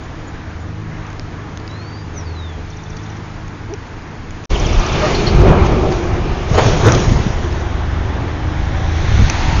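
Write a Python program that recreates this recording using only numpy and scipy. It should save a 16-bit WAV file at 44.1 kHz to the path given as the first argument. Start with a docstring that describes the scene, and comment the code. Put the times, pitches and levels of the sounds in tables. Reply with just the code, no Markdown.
"""Beside a wide road, heard by a small camera from two spots with a short silent break between them.
First: far traffic as banded noise, droning engines as wavering harmonics, a bird's two gliding whistles
and trill, finger ticks ringing in the housing. Then, louder: puffs and gusts of wind on the microphone,
a lorry roaring and banging past as noise with hollow resonances and jolts, and a car closing in,
its tyre noise combed by an echo off hard ground."""
import sys
import numpy as np
from scipy import signal
from scipy.fft import rfft, irfft, next_fast_len
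from scipy.io import wavfile
from scipy.ndimage import uniform_filter1d, map_coordinates

SR = 44100
rng = np.random.default_rng(int(sys.argv[2]) if len(sys.argv) > 2 else 0)


def level_to_linear(level):
    """Convert decibel levels to linear amplitude factors, elementwise."""
    exponent = np.asarray(level, float) / 20
    return 10 ** exponent


def pcm_store(signal):
    """Save signal as 16-bit PCM."""
    levels = np.round(np.clip(np.atleast_2d(signal), -1, 1) * 32767)
    wavfile.write(sys.argv[1], SR, levels.astype(np.int16).T)


N = 423360

# road ranges drone, roar, tyre, rasp, hiss: (low edge [Hz], high edge [Hz])
ROAD_HZ = [(65, 200), (200, 800), (800, 2400), (2400, 4400), (4400, 9000)]
# position of each road range against the tyre range: (steps)
RANGE_STEPS = np.c_[[-2, -1, 0, 1, 2]]
# a single partial: (multiple, level [dB])
SINGLE = [(1, 0)]


def unit(x):
    """Scaled to rms 1."""
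    return x / np.sqrt(np.mean(x ** 2) + 1e-20)


def along(points, hz):
    """(Hz, value) points read on a log frequency axis."""
    f, v = np.transpose(points)
    return np.interp(np.log(hz + 1), np.log(f + 1), v)


def curves(rows):
    """One value per sample for each column after the time."""
    s, *cols = np.transpose(rows)
    return [np.interp(np.arange(N) / SR, s, c) for c in cols]


def wobble(knots_per_s, count=N):
    """Smooth random curve through normal knots."""
    coarse = np.arange(0, count + 100, 100)
    knots = rng.standard_normal(int(count * knots_per_s / SR) + 4)
    smooth = map_coordinates(knots, [coarse * knots_per_s / SR])
    return np.interp(np.arange(count), coarse, smooth)


def filtered(x, response):
    """x shaped by a zero-phase response of frequency."""
    m = next_fast_len(N + 8192)
    return irfft(rfft(x, m) * response(np.fft.rfftfreq(m, 1 / SR)), m)[..., :N]


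def add(out, s, sound):
    """Lays a short sound in at s seconds."""
    part = out[round(s * SR):][:len(sound)]
    part += sound[:len(part)]


def patchy(patchy_db):
    """White noise with patches of random gain in time and frequency."""
    z = signal.stft(rng.standard_normal(N), nperseg=512)[2]
    field = uniform_filter1d(rng.standard_normal(z.shape), size=5, axis=0)
    field = uniform_filter1d(field, size=10, axis=1)
    return signal.istft(z * level_to_linear(patchy_db * unit(field)), nperseg=512)[1][:N]


def layers(colour, ranges, patchy_db):
    """Coloured noise split into its overlapping ranges, each of rms 1."""
    def above(hz, at):
        return 1 / (1 + (at / (hz + 1)) ** 8)

    def bank(hz):
        bands = [np.sqrt(above(hz, lo) * (1 - above(hz, hi))) for lo, hi in ranges]
        return colour(hz) * np.array(bands)

    return np.array([unit(v) for v in filtered(patchy(patchy_db), bank)])


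def driven(mix_db, level_db, grows=1, pivot_db=0, bright_db=0):
    """Gains of all ranges from one level and brightness; grows is dB per dB about the pivot."""
    return level_to_linear(np.c_[mix_db] + pivot_db + np.c_[grows] * (level_db - pivot_db) + bright_db)


def flutter(db):
    """Random level swing of each road range, in dB."""
    return db * np.array([wobble(rate) for rate in (8.3, 7, 5, 5.6, 5)])


def tone(rows, orders, waver_db, slip_rad, rate):
    """Multiples of a gliding pitch, each wavering in level and phase; silent outside its rows."""
    s, hz, db = np.transpose(rows)
    t = np.arange(max(s[0], 0), s[-1], 1 / SR)
    turn = 2 * np.pi * np.cumsum(np.interp(t, s, hz)) / SR
    stack = np.zeros(len(t))
    for k, level_db in orders:
        gain = level_to_linear(level_db + waver_db * wobble(rate, count=len(t)))
        stack += gain * np.sin(k * turn + slip_rad * wobble(rate, count=len(t)))
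    fade = signal.windows.tukey(len(t), .03)
    out = np.zeros(N)
    add(out, t[0], np.sqrt(2) * level_to_linear(np.interp(t, s, db)) * fade * stack)
    return out


def ringing(level, ring):
    """Noise heard through one resonance, on a level curve that rises from silence in 0.1 s."""
    centre_hz, width_hz = ring
    noise = rng.standard_normal(N)
    band = filtered(noise, lambda hz: 1 / (1 + ((hz - centre_hz) / width_hz * 2) ** 2))
    return unit(band) * level_to_linear(curves([(level[0][0] - .1, -120)] + level)[0])


def far_road():
    """Far traffic: steady coloured noise whose ranges flutter apart."""
    # (frequency [Hz], relative density [dB])
    far_colour = [(12, -41.5), (20, 4), (100, 4.5), (200, -10), (320, -10), (380, -16), (430, -14.5),
                  (551, -21.5), (881, -23.5), (1760, -28), (2750, -36), (4620, -37.5), (6380, -33),
                  (6870, -33.5), (7400, -46.5), (9620, -94.5), (16300, -120)]
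    # (time [s], level [dB], brightness [dB per range])
    far_level = [(0, -38.5, 0), (.8, -39, -.5), (1.5, -38.5, -0.5), (2.1, -38.5, -.5), (2.6, -39.5, .5),
                 (3.1, -38.5, 1), (3.7, -39, -0.5), (4.46, -38.5, 0)]
    # range against the level: (gain [dB])
    far_mix = [2, 2, 0, -10.5, -20]
    bank = layers(lambda hz: level_to_linear(along(far_colour, hz)), ROAD_HZ, patchy_db=0.8443)
    level_db, bright_db = curves(far_level)
    gains = driven(far_mix, level_db + flutter(db=0.86), bright_db=RANGE_STEPS * bright_db)
    return (bank * gains).sum(0)


def engines():
    """Firing tones of engines near and far, two gathering speed, one slowing, and a tyre tread's whine."""
    # pitch tracks: (time [s], fundamental [Hz], level [dB])
    drone = [(0, 52.8, -35.5), (.5, 51.7, -36.5), (.85, 53.3, -29.5), (1.1, 51.1, -34), (2.1, 51.24, -33),
             (2.4, 51.3, -39.5), (2.9, 52, -32.5), (3.5, 52.22, -32.5), (3.8, 52.5, -37.5),
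             (4.455, 52.66, -36.5)]
    hum = [(0, 74.53, -33), (.4, 76.13, -38.5), (.65, 82.78, -26.5), (1, 82.02, -40.5), (1.5, 81.95, -35),
           (2, 81.71, -30), (2.5, 81.8, -25.5), (2.8, 81.6, -36), (4.455, 80.2, -40.5)]
    whine = [(.4, 77.47, -59), (1.2, 80.06, -51.5), (2, 84.43, -46), (2.8, 86.43, -46.5), (3.6, 89.07, -49),
             (4.2, 90, -60)]
    car_engine = [(7.1, 25.64, -35.5), (7.4, 26.04, -23), (7.8, 26.74, -20.5), (8.2, 27.04, -23.5),
                  (8.6, 27.33, -21), (9.1, 26.94, -18), (9.35, 26.43, -23), (9.6, 25.91, -16)]
    throb = [(7.2, 58.61, -30), (7.9, 57.52, -21), (8.3, 57.8, -28.5), (8.7, 56.36, -21), (9.3, 57.55, -26)]
    pull = [(7.6, 36.22, -42.5), (8, 38.98, -37), (8.4, 43.25, -30.5), (8.8, 45.97, -34), (9.2, 46.81, -34),
            (9.6, 45.11, -27.5)]
    coast = [(7.6, 122.2, -33.5), (7.9, 121.7, -35.5), (8.3, 115.9, -28.5), (8.7, 111.2, -37)]
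    tread = [(8.6, 761, -50.5), (8.8, 771.5, -33.5), (9, 751, -47), (9.2, 763, -45), (9.4, 763.6, -33.5),
             (9.6, 742, -36.5)]
    # partials: (multiple, level [dB])
    drone_orders = [(2, 1), (3, -4), (4, -11), (6, -11)]
    whine_orders = [(4, -0.5), (5, -0.5)]
    car_orders = [(3, 1), (4, -5), (6, -14)]
    pull_orders = [(2, 0), (3, 1.5), (5, -7), (6, -12.5), (7, -4)]
    running = ((drone, drone_orders), (hum, SINGLE), (whine, whine_orders), (car_engine, car_orders),
               (throb, SINGLE), (pull, pull_orders), (coast, SINGLE), (tread, SINGLE))
    return sum(tone(rows, orders, waver_db=1.5, slip_rad=0.16, rate=3.511) for rows, orders in running)


def trill():
    """Evenly spaced syllables that fade toward the end: (s, level dB)."""
    # (start [s], length [s], level at full voice [dB], level at the end [dB])
    trills = [(2.7025, 0.517, -30.5, -38), (4.5977, .43, -19, -23)]
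    syllable_s, full_voice_share = .0662, 0.53
    calls = []
    for s, length_s, db, last_db in trills:
        for t in np.arange(0, length_s, syllable_s):
            calls.append((s + t, np.interp(t / length_s, [full_voice_share, 1], [db, last_db])))
    return calls


def sing(out, calls, shape, husk):
    """Adds one gliding call at each time, its pitch varied a little, its level roughened by husk."""
    at, hz, db = np.transpose(shape)
    t = np.arange(at[0], at[-1], 1 / SR)
    for s, level_db in calls:
        rough = 1 + husk * unit(uniform_filter1d(rng.standard_normal(len(t)), size=50))
        turn = 2 * np.pi * np.cumsum(np.interp(t, at, hz) * rng.normal(1, .008)) / SR
        add(out, s + at[0], level_to_linear(level_db - 3.5 + np.interp(t, at, db)) * rough * np.sin(turn))


def birds():
    """Two long whistles, a trill of sweep and pip, short calls of others, smeared by a short outdoor echo."""
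    # whistles: (time [s], pitch [Hz], level [dB])
    rising = [(1.68, 3830, -52.5), (1.71, 3887, -43), (1.8, 4225, -44), (1.9, 4644, -46.5),
              (1.938, 4560, -45), (1.98, 4750, -46), (2.03, 4708, -50), (2.07, 4780, -60.5)]
    falling = [(2.13, 6480, -54.5), (2.155, 6346, -46), (2.18, 5930, -31), (2.235, 5180, -57.5),
               (2.27, 4580, -42), (2.33, 4246, -52), (2.389, 3897, -38.5), (2.47, 3570, -41),
               (2.55, 3250, -49), (2.6, 3080, -58)]
    # call shapes: (time in call [s], pitch [Hz], relative level [dB])
    sweep = [(-.004, 6956, -26.5), (0, 6403, -5.5), (.004, 5781, 0), (.0075, 5446, -7.5),
             (.01, 4900, -23.5), (.014, 4266, -15), (.016, 4110, -31)]
    pip = [(.02, 3287, -13.5), (.025, 3484, -10), (.033, 3600, -5.5), (.037, 3540, -17.5)]
    cheep = [(-.002, 4720, -11.5), (.004, 4340, 2), (.018, 4250, -3.5), (.023, 4500, -6.5),
             (.06, 4450, -19)]
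    seep = [(0, 6780, -6.5), (.004, 6800, -4.5), (.016, 6855, 0.5), (.022, 6850, -11.5)]
    churr = [(0, 3497, -9.5), (.005, 3264, -2), (.014, 3050, -2), (.024, 2854, -7)]
    # calls of another bird, thin high ones, low falling ones: (time [s], relative level [dB])
    cheeps = [(5.1443, -18), (5.2669, -17.5)]
    seeps = [(.032, -42.5), (.27, -40), (.606, -44.5)]
    churrs = [(4.543, -18.5), (4.645, -20)]
    out = sum(tone(note, SINGLE, waver_db=1.5, slip_rad=.3, rate=52.5) for note in (rising, falling))
    sing(out, trill(), sweep, husk=.25)
    sing(out, trill(), pip, husk=.3)
    sing(out, cheeps, cheep, husk=.9)
    sing(out, seeps, seep, husk=.5)
    sing(out, churrs, churr, husk=.9)
    t = np.arange(SR // 5) / SR
    echo = rng.standard_normal(len(t)) * level_to_linear(-60 * t / .18)
    return out + level_to_linear(-11) * signal.fftconvolve(out, echo / np.linalg.norm(echo))[:N]


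def toots():
    """Short hollow toots and a low bang: five harmonics that swell and stop while the pitch climbs."""
    # (start [s], length [s], starting pitch [Hz], level [dB], step per overtone [dB])
    toot_rows = [(3.687, 0.0416, 319.6, -21.5, -10.5), (3.713, 0.0378, 396, -19, -20.5),
                 (5.005, 0.0651, 590.6, -9.5, -8.5), (6.84, 0.0588, 105.9, 0, -16.5)]
    pitch_rise = .055
    out = np.zeros(N)
    for s, length_s, hz, db, step_db in toot_rows:
        u = np.linspace(0, 1, round(length_s * SR))
        turn = 2 * np.pi * np.cumsum(hz * (1 + pitch_rise * u)) / SR
        stack = sum(level_to_linear(step_db * k) * np.sin((k + 1) * turn) for k in range(5))
        swell = np.sin(np.pi * u ** 1.6) ** 1.3
        add(out, s, level_to_linear(db) * swell * stack)
    return out


def ticks():
    """A snap that rings briefly at its brightest pitch and in the housing below it."""
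    # (time [s], relative level [dB], brightest pitch [Hz], 60 dB decay [s], knock against the ring [dB])
    tick_rows = [(1.066, -34.5, 6130, 0.011, -8.5), (1.102, -34.5, 6538, 0.0092, -5.5),
                 (1.1288, -28, 6270, .007, -4.5), (1.1952, -21, 5270, 0.0067, -1),
                 (1.5731, -19, 6340, 0.0053, -12), (1.5984, -33.5, 4520, .009, -5.5),
                 (1.677, -23, 4740, 0.0071, -11), (1.7114, -34.5, 5470, 0.011, -7),
                 (2.9672, -32, 4594, 0.027, -6.5), (3.48, -32.5, 6475, .012, -6),
                 (3.5494, -42, 5970, .009, -6.5), (3.7371, -22, 5780, 0.0092, -3),
                 (4.0218, -35.5, 4885, .009, -5.5), (4.3066, -30, 6690, 0.0092, -1),
                 (4.4384, -33.5, 6170, .009, 1), (4.4458, -30, 6100, 0.0081, 0),
                 (4.4527, -26.5, 5750, 0.0087, -7.5), (5.923, -23, 4620, 0.014, 1.5),
                 (6.6441, -15, 3400, .009, -2), (6.884, -13, 3562, .009, 7.5),
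                 (6.9202, -6.5, 5790, 0.014, -14.5), (6.9483, -14, 6000, 0.019, -6),
                 (7.0009, -18.5, 5890, 0.019, -8.5), (7.5253, -27.5, 5180, .015, -1),
                 (9.2982, -8.5, 6203, 0.015, -5.5)]
    knock_hz = 2486
    out, t = np.zeros(N), np.arange(SR // 12) / SR
    attack = 1 - np.exp(-t / .0002)
    for s, db, hz, t60_s, knock_db in tick_rows:
        noise = rng.standard_normal((3, len(t)))
        bright, low = (1 + .5 * unit(uniform_filter1d(v, size=16)) for v in noise[:2])
        ring = bright * np.sin(2 * np.pi * hz * t)
        knock = level_to_linear(knock_db) * low * np.sin(2 * np.pi * knock_hz * t)
        decay = level_to_linear(db + 1.5 - 60 * t / max(t60_s, .003))
        add(out, s + .0007, decay * attack * (ring + knock + 1.1 * noise[2]))
    return filtered(out, lambda hz: 1 / (1 + (hz / 7100) ** 16))


def puffs():
    """Wind puffs striking the microphone: one quick push of air, then a slower swing back."""
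    # (time of peak [s], peak level [dB], swing rate at the peak [Hz])
    puff_rows = [(4.536, -5, 54.4), (4.662, -5, 141.4), (4.713, -8, 70), (5.351, -2, 90.2),
                 (5.428, -5.5, 60), (5.465, -1.5, 71.5), (5.491, -4, 89.3), (6.516, -1.5, 130),
                 (7.078, -3.5, 121), (7.121, 2, 195), (7.163, -4, 70), (7.203, -3.5, 110), (7.267, -3, 171),
                 (7.305, -6.5, 111.5), (9.142, -3, 75), (9.192, -2, 65), (9.209, -4, 130)]
    out = np.zeros(N)
    for s, db, hz in puff_rows:
        u = np.arange(-1 / hz, 2.5 / hz, 1 / SR) * hz  # time in cycles
        swing = np.cos(2 * np.pi * (u - 0.13 * u * np.abs(u)))
        envelope = np.exp(-(u / np.where(u < 0, .35, .8)) ** 2)
        add(out, s - 1 / hz, level_to_linear(db) * envelope * swing)
    return out


def wind():
    """Gusts buffet the microphone; stronger ones reach higher."""
    # (frequency [Hz], relative density [dB])
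    wind_colour = [(4, -20), (12, -10), (21, 2), (60, -3.5), (130, -6), (200, -14), (400, -17.5),
                   (1000, -30.5), (16300, -90)]
    # buffet, rumble, flap: (low edge [Hz], high edge [Hz])
    wind_hz = [(0, 65), (65, 200), (200, 800)]
    # (time [s], strength [dB])
    gusts = [(0, -38), (1.05, -32.5), (1.9, -39.5), (2.6, -36.5), (3.1, -32.5), (3.7, -35.5), (4.46, -35.5),
             (4.5, -18.5), (4.75, -15.5), (4.95, -24), (5.25, -22), (5.4, -9), (5.55, -14.5), (5.75, -15),
             (6, -23.5), (6.13, -14.5), (6.4, -20.5), (6.6, -17), (7, -18.5), (7.12, -13), (7.3, -21.5),
             (8, -24), (8.3, -29), (8.9, -21.5), (9.05, -17), (9.2, -12), (9.35, -19.5), (9.6, -14.5)]
    # range against the strength at the pivot: (gain [dB])
    wind_mix = [0, -4.5, -19.5]
    # growth of each range with the gust: (slope [dB per dB])
    wind_grows = [0.987, 1.35, 1.5]
    bank = layers(lambda hz: level_to_linear(along(wind_colour, hz)), wind_hz, patchy_db=1.5)
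    strength_db = curves(gusts)[0] + 1.2 * wobble(14)
    return (bank * driven(wind_mix, strength_db, wind_grows, pivot_db=-15)).sum(0)


def lorry():
    """Passing lorry: noise with hollow body resonances, duller once its engine has gone by."""
    # (frequency [Hz], relative density [dB])
    lorry_colour = [(12, -29.5), (20, 0.5), (61, 0.5), (275, -13), (389, -6.5), (537, -16.5), (608, -13),
                    (973, -21), (1250, -21.5), (1950, -31.5), (2430, -27.5), (3790, -36.5), (4400, -36),
                    (6540, -35), (7400, -43), (9620, -84), (16300, -120)]
    # hollow resonances: (centre [Hz], width [Hz], lift [dB])
    lorry_body = [(377, 98, 3), (615, 40, -1), (1170, 310, 2.5), (2560, 350, -2)]
    # (time [s], level [dB], brightness [dB per range])
    lorry_level = [(4.5, -26.5, 1.5), (4.8, -26, 0.5), (5.1, -22.5, -.5), (5.3, -22.5, -2.5),
                   (5.48, -22, -5.5), (5.75, -25, -4.5), (6, -30, -3.5), (6.45, -32, -1.5), (7, -42, -1)]
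    # range against the level: (gain [dB])
    lorry_mix = [0, 2, -1, -6, -13.5]

    def colour(hz):
        hollow_db = sum(db / (1 + ((hz - c) / w * 2) ** 2) for c, w, db in lorry_body)
        return level_to_linear(along(lorry_colour, hz) + hollow_db)

    bank = layers(colour, ROAD_HZ, patchy_db=1.37)
    level_db, bright_db = curves(lorry_level + [(7.4, -90, 0)])
    return bank * driven(lorry_mix, level_db + flutter(db=1.76), bright_db=RANGE_STEPS * bright_db)


def jolts():
    """Gains of the rattle as each jolt of the load swells and dies, summed in power."""
    # (time [s], level [dB], 10 dB rise [s], 10 dB fall [s], brightness [dB per range])
    jolt_rows = [(5.05, -26.5, .02, 0.16, 0.5), (5.28, -29, .02, 0.02, 1.5), (5.42, -29, .02, 0.013, 2.5),
                 (5.48, -25, .04, .06, -3), (5.67, -28, 0.033, 0.01, 3), (5.92, -31.5, 0.013, 0.19, 2.5),
                 (6.13, -32.5, .02, 0.11, -1.5), (6.59, -15.5, .035, .035, 0),
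                 (6.88, -16.5, .055, .06, -.5), (7.45, -39, .02, .03, 4), (7.53, -38.5, 0.031, 0.13, 3)]
    # range against the level: (gain [dB])
    jolt_mix = [7.5, 4, 0, -10.5, -13.5]
    s, db, rise_s, fall_s, bright_db = (np.c_[v] for v in np.transpose(jolt_rows))
    t = np.arange(N) / SR - s
    swell_power = level_to_linear(-20 * np.where(t < 0, -t / rise_s, t / fall_s).clip(0, 9))
    peak = driven(jolt_mix, db.T, bright_db=RANGE_STEPS * bright_db.T)
    return np.sqrt(peak ** 2 @ swell_power)


def trailer():
    """Rattling trailer: fast-wavering noise on a pass-by level joined by the jolts."""
    # (frequency [Hz], relative density [dB])
    rattle_colour = [(12, -29), (20, 3), (48, -5.5), (113, -5), (232, -17), (399, -12), (741, -17.5),
                     (1280, -23.5), (1760, -27.5), (4860, -39.5), (5920, -34), (6700, -36), (7400, -51.5),
                     (9620, -80), (16300, -120)]
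    # (time [s], level [dB])
    rattle_level = [(6.42, -53.5), (6.52, -34.5), (6.64, -24), (6.72, -26), (6.79, -28.5), (6.98, -27),
                    (7.15, -30.5), (7.35, -36.5), (7.6, -44), (8, -56.5)]
    # range against the level: (gain [dB])
    rattle_mix = [11, 6, 0.5, -5, -5.5]
    bank = layers(lambda hz: level_to_linear(along(rattle_colour, hz)), ROAD_HZ, patchy_db=2.0)
    bank = bank * level_to_linear(.9 * wobble(60))
    return bank * np.hypot(driven(rattle_mix, curves(rattle_level)[0]), jolts())


def car():
    """Approaching car: coloured noise whose ranges grow at different slopes."""
    # (frequency [Hz], relative density [dB])
    car_colour = [(12, -40), (20, 2.5), (64, -3.5), (90, 1.5), (205, -17), (336, -14), (452, -21),
                  (760, -23.5), (1850, -32.5), (2550, -39), (3440, -39.5), (4740, -46.5), (6070, -43.5),
                  (6870, -48.5), (7400, -59), (9620, -100), (16300, -120)]
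    # (time [s], level [dB], brightness [dB per range])
    car_level = [(4.5, -36, 0), (6.5, -38, 0), (7.3, -32.5, 0), (7.7, -31.5, 0), (8.1, -30.5, -1.5),
                 (8.5, -31.5, 0), (8.9, -29.5, .3), (9.25, -26.5, .5), (9.6, -26.5, .3)]
    # range against the level at the pivot: (gain [dB])
    car_mix = [2, 2, .5, -12.5, -18]
    # growth of each range with the approach: (slope [dB per dB])
    car_grows = [1.05, .05, 0.96, 2.33, 2.39]
    bank = layers(lambda hz: level_to_linear(along(car_colour, hz)), ROAD_HZ, patchy_db=0.66)
    level_db, bright_db = curves(car_level)
    return bank * driven(car_mix, level_db, car_grows, pivot_db=-32, bright_db=RANGE_STEPS * bright_db)


def ground_echo(direct):
    """Hard ground adds a short-delayed copy that combs the sound; power is held."""
    # (time [s], echo lag [ms], echo strength [ratio])
    ground = [(4.5, 0.51, 0.016), (7.6, 0.59, 0.072), (8.4, 0.59, 0.085), (9.1, .5, 0.23),
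              (9.6, 0.41, 0.15)]
    lag_ms, strength = curves(ground)
    late = np.arange(N) - lag_ms * SR / 1000
    echo = np.interp(late, np.arange(N), direct)
    return (direct + strength * echo) / np.sqrt(1 + strength ** 2)


def near_road():
    """Lorry, trailer and car; the ground echo combs their ranges from the tyre range up."""
    near = lorry() + trailer() + car()
    return near[:2].sum(0) + ground_echo(near[2:].sum(0))


def traffic():
    """Far road at the first spot, near road at the second, plus exhaust boom and close tyres."""
    # the lorry's exhaust boom, the car's tyres close by: (time [s], level [dB])
    boom = [(5, -29), (5.4, -19.5), (5.8, -28), (6, -22), (6.25, -26.5), (6.5, -41), (7.2, -31.5),
            (7.6, -31), (7.9, -46.5)]
    tyres = [(9.05, -56.5), (9.25, -38.5), (9.35, -30), (9.6, -27)]
    # their resonances: (centre [Hz], width [Hz])
    boom_ring = (352.3, 45)
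    tyre_ring = (910, 170)
    first_spot = np.arange(N) < 4.47 * SR
    beds = np.where(first_spot, far_road(), near_road())
    return beds + ringing(boom, boom_ring) + ringing(tyres, tyre_ring)


def scene():
    """Everything at the microphone."""
    return (engines() + birds() + toots() + ticks() + puffs() + wind() + traffic())[None]


def top_cut(x):
    """Nothing passes above the cut-off."""
    return signal.sosfilt(signal.butter(12, 15850, fs=SR, output="sos"), x)


def record(dry):
    """A narrow-band camera, silent during the break; the loudest peaks are cut flat."""
    # the break: (time [s], gain [dB])
    break_gain = [(4.4585, -1), (4.4592, -62), (4.4925, -65.5), (4.495, -23), (4.506, -1.5)]
    top_hz = 7267
    narrow = filtered(dry, lambda hz: 1 / (1 + (hz / top_hz) ** 60) * (hz < 7900))
    mix = np.clip(narrow * level_to_linear(curves(break_gain)[0]), -.99, .99)
    return top_cut(mix)


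dry = scene()
out = record(dry)
pcm_store(out)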